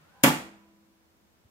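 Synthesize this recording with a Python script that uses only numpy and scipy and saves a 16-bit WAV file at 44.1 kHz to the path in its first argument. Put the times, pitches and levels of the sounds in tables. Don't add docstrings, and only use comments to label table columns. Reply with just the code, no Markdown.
import sys
import numpy as np
from scipy import signal
from scipy.fft import rfft, irfft, next_fast_len
from scipy.io import wavfile
from scipy.ndimage import map_coordinates

SR = 44100
rng = np.random.default_rng(int(sys.argv[2]) if len(sys.argv) > 2 else 0)


def master(y):
    cut = np.clip(np.atleast_2d(y).T, -1, 1)
    pcm = np.round(cut * 32767)
    wavfile.write(sys.argv[1], SR, pcm.astype(np.int16))


N = 66150
T = np.arange(N) / SR


def amp(db):
    return 10 ** (np.asarray(db) / 20)


def along(points, hz):
    freqs, values = np.transpose(points)
    return np.interp(np.log(hz + 1), np.log(freqs + 1), values)


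def pan(db):
    return amp(np.array([[.5], [-.5]]) * db)


def wobble(rate_hz):
    return map_coordinates(rng.standard_normal(N // 10), [T * rate_hz])


def filtered(x, response):
    size = next_fast_len(N + SR // 2)
    return irfft(rfft(x, size) * response(np.fft.rfftfreq(size, 1 / SR)), size)[..., :N]


def noise(colour, correlation, peaks=()):
    def mid_side(hz):
        angle = np.arccos(np.clip(along(correlation, hz), -1, 1)) / 2
        return amp(along(colour, hz)) * [np.cos(angle), np.sin(angle)]

    def resonances(hz):
        gain = 1
        for centre_hz, width_hz, lift_db, pan_db in peaks:
            bell = 1 / (1 + (2 * (hz - centre_hz) / width_hz) ** 2)
            gain = gain * amp(lift_db * bell) * pan(pan_db * bell)
        return gain

    mid, side = filtered(rng.standard_normal((2, N)), mid_side)
    out = filtered(np.array([mid + side, mid - side]), resonances)
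    return out / np.sqrt(np.mean(out ** 2) + 1e-20)


def since(start_s):
    return np.maximum(T - start_s, 0)


def onset(start_s, attack_s):
    return 1 - np.exp(-since(start_s) / attack_s)


def struck(start_s, attack_s, t60_s):
    return onset(start_s, attack_s) * np.exp(-np.log(1000) * since(start_s) / t60_s)


# freq_hz, density_db
HUM_COLOUR = [(25, -16.5), (50, -3.5), (85, 4), (125, -6.5), (200, 1), (300, -5.5), (600, -7),
              (1300, -11.5), (3000, -17), (7000, -21), (10500, -25.5), (12500, -23), (16000, -22)]
# freq_hz, left_right_correlation
QUIET_CORRELATION = [(60, -0.059), (240, 0.72), (950, -0.088), (3770, -0.23), (15000, 0.0)]


def hum():
    return amp(-66) * noise(HUM_COLOUR, QUIET_CORRELATION)


# freq_hz, density_db
SLIDE_COLOUR = [(40, -28), (110, -16), (165, 4.5), (260, -9), (420, -10.5), (550, -1.5), (700, -8.5),
                (1100, -4), (1700, -7), (2600, -12), (6000, -22), (16000, -31)]
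# start_s, start_pitch_hz, initial_rise_hz_per_s, level_db
SQUEAKS = [(.01, 1180, 5500, -69), (.12, 795, 199.5, -62.5), (.13, 1010, -200, -64)]


def slide(glide_s=.076):
    out = amp(-63.5) * noise(SLIDE_COLOUR, QUIET_CORRELATION)
    for start_s, hz, rise_hz_per_s, db in SQUEAKS:
        pitch_hz = hz + rise_hz_per_s * glide_s * onset(start_s, glide_s)
        roughness_rad = 1.1 * wobble(rate_hz=150)
        phase = 2 * np.pi * np.cumsum(pitch_hz) / SR + roughness_rad
        out += amp(db) * onset(start_s, attack_s=.012) * np.sin(phase)
    return (T < SNAP_S) * out


# centre_s, level_db, pitch_hz, half_width_s
BUMPS = [(.025, -60.5, 152.5, 0.023), (1.458, -54.5, 96, 0.0079)]


def bumps():
    out = np.zeros(N)
    for centre_s, db, hz, half_width_s in BUMPS:
        t = T - centre_s
        out += amp(db) * np.exp(-(t / half_width_s) ** 2) * np.sin(2 * np.pi * hz * t)
    return out


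# freq_hz, density_db
CATCH_COLOUR = [(80, -34.5), (250, -16), (600, 0.5), (1400, 5), (3000, -2), (4500, -3), (7000, 0),
                (10000, -1.5), (12500, 2), (15500, -1)]
# freq_hz, left_right_correlation
CLACK_CORRELATION = [(100, -0.092), (300, 0.79), (700, .4), (1400, -0.3), (3000, -0.13), (12000, 0)]
# centre_hz, width_hz, lift_db, pan_db
PANEL_RESONANCES = [(1413, 46, 3.5, -2), (1884, 90, 3.5, -2), (2340, 400, 6, -4), (2810, 110, 5.5, -1.5),
                    (3340, 180, 6, 7.5), (6990, 470, 6, 4.5), (8920, 160, 4.5, 7.5), (13500, 390, 3, 6)]
# start_s, level_db, pan_db
CATCH_CONTACTS = [(.2325, -39, 3.5), (.2359, -13.5, 4), (0.239, -14.5, 1), (0.2432, -21, 5),
                  (0.2633, -27.5, 7.5), (0.2764, -29, 4), (.2835, -28.5, -0.5)]
SNAP_S = CATCH_CONTACTS[1][0]


def catch(attack_s=.0002):
    power = np.zeros((2, N))
    for start_s, db, pan_db in CATCH_CONTACTS:
        crack = amp(3.5) * struck(start_s, attack_s, t60_s=.0061)
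        ring = struck(start_s, attack_s, t60_s=.046)
        power += (amp(db) * pan(pan_db) * (crack + ring)) ** 2
    return np.sqrt(power) * noise(CATCH_COLOUR, CLACK_CORRELATION, PANEL_RESONANCES)


# freq_hz, density_db
CLATTER_COLOUR = [(100, -30), (350, -12), (550, -3), (750, -6), (1100, -0.5), (2700, -5.5), (4200, -17),
                  (9000, -27.5), (16000, -31.5)]


def clatter():
    envelope = amp(-14.5) * struck(SNAP_S, attack_s=.0043, t60_s=.13)
    return envelope * noise(CLATTER_COLOUR, CLACK_CORRELATION, PANEL_RESONANCES)


# freq_hz, density_db
ROOM_COLOUR = [(25, -27.5), (50, -9.5), (100, -11), (140, -7), (280, -0.5), (420, -2.5), (900, -1.5),
               (1500, -3), (2800, -8), (4200, -11.5), (6300, -14), (7900, -13), (10500, -16),
               (12500, -12.5), (15500, -16)]


def room(mid_t60_s=.42, bass_hz=30, air_hz=23000, panel_share=.6, linger_stretch=2.3, linger_cut_hz=4500):
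    peaks = [(hz, width_hz, panel_share * lift_db, panel_share * pan_db)
             for hz, width_hz, lift_db, pan_db in PANEL_RESONANCES]
    hz, t, spectrum = signal.stft(noise(ROOM_COLOUR, CLACK_CORRELATION, peaks), SR, nperseg=512)
    hz = np.maximum(hz, hz[1] / 2)[:, None]
    t60_s = mid_t60_s * (1 + bass_hz / hz) / (1 + (hz / air_hz) ** 2)
    fall = np.log(1000) * np.maximum(t - SNAP_S, 0) / t60_s
    linger = amp(-23.5) * np.exp(-fall / linger_stretch) / (1 + (hz / linger_cut_hz) ** 2)
    fade = np.hypot(np.exp(-fall), linger)
    tail = signal.istft(spectrum * fade, SR, nperseg=512)[1][:, :N]
    return amp(-16.5) * onset(SNAP_S, attack_s=.01) * tail


# start_s, force_db
LANDINGS = [(0.2384, -1.5), (.2744, -8.5)]
# pitch_hz, gain_db, t60_s, pan_db
CASE_MODES = [(146.67, -18, .28, -1), (159, -21, 0.31, -3), (178, -24, 0.4, -1), (207.4, -20.5, 0.35, 1),
              (253.2, -20.5, .33, 2.5), (267, -6, .045, 2), (283.55, -15, .21, -1), (308.4, -27.5, .27, -1),
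              (330.3, -31, 0.5, 0.5), (527, -15, .06, 0), (543.3, -23.5, 0.35, -2), (711, -30.5, .36, -2.5),
              (867, -22.5, .31, -6.5), (980.6, -17.5, .14, -4.5), (1129, -22, .14, -8),
              (1140, -29.5, 0.27, -7), (1358, -25.5, 0.19, -1.5), (1390, -25, .22, -5.5),
              (1733, -25, .26, -6.5), (2434, -29, 0.22, -1.5), (2900, -25, 0.18, 1), (3160, -33, 0.29, 5),
              (3460, -24, .1, 2)]
ATTACK_PER_T60 = .016


def case(wander_rad=.2, spread_rad_per_khz=.6):
    out = np.zeros((2, N))
    for hz, db, t60_s, pan_db in CASE_MODES:
        stereo_rad = np.array([[1], [-1]]) * spread_rad_per_khz * hz / 1000
        drift_rad = wander_rad * wobble(rate_hz=40) + stereo_rad
        for start_s, force_db in LANDINGS:
            envelope = amp(db + force_db) * struck(start_s, ATTACK_PER_T60 * t60_s, t60_s)
            out += pan(pan_db) * envelope * np.sin(2 * np.pi * hz * since(start_s) + drift_rad)
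    return out


# pitch_hz, level_db, t60_s
SPRING_MODES = [(204.7, -44, 1.5), (326.5, -53.5, 2.8), (656, -61.5, 1.4), (989, -61.5, 2.1)]


def spring(waver_db=1):
    start_s = LANDINGS[0][0]
    out = np.zeros(N)
    for hz, db, t60_s in SPRING_MODES:
        gain = amp(db + waver_db * wobble(rate_hz=29))
        envelope = struck(start_s, ATTACK_PER_T60 * t60_s, t60_s)
        out += gain * envelope * np.sin(2 * np.pi * hz * since(start_s))
    return out


# centre_s, level_db, half_width_s
KNOCKS = [(0.242, -16.5, 0.00099), (0.2456, -7.5, 0.00044), (.2524, -16.5, .0007)]


def knocks():
    push = lambda u: (2 * u ** 2 - 1) * np.exp(-u ** 2)
    return sum(amp(db) * push((T - centre_s) / half_width_s) for centre_s, db, half_width_s in KNOCKS)


# freq_hz, pan_db
TAIL_PAN = [(150, 0.5), (400, 2), (700, -1), (1300, -4.5), (2600, -1.5), (5000, 5.5), (13000, 4)]


def scene(case_cut_hz=110):
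    radiation = lambda hz: 1 - 1 / (1 + (hz / case_cut_hz) ** 4)
    body = filtered(knocks() + case(), radiation)
    clack = catch() + body + spring()
    tail = filtered(clatter() + room(), lambda hz: pan(along(TAIL_PAN, hz)))
    return clack + tail + slide() + bumps() + hum()


def record(dry, top_hz=15600):
    return filtered(dry, lambda hz: 1 / np.sqrt(1 + (hz / top_hz) ** 140))


dry = scene()
out = record(dry)
master(out)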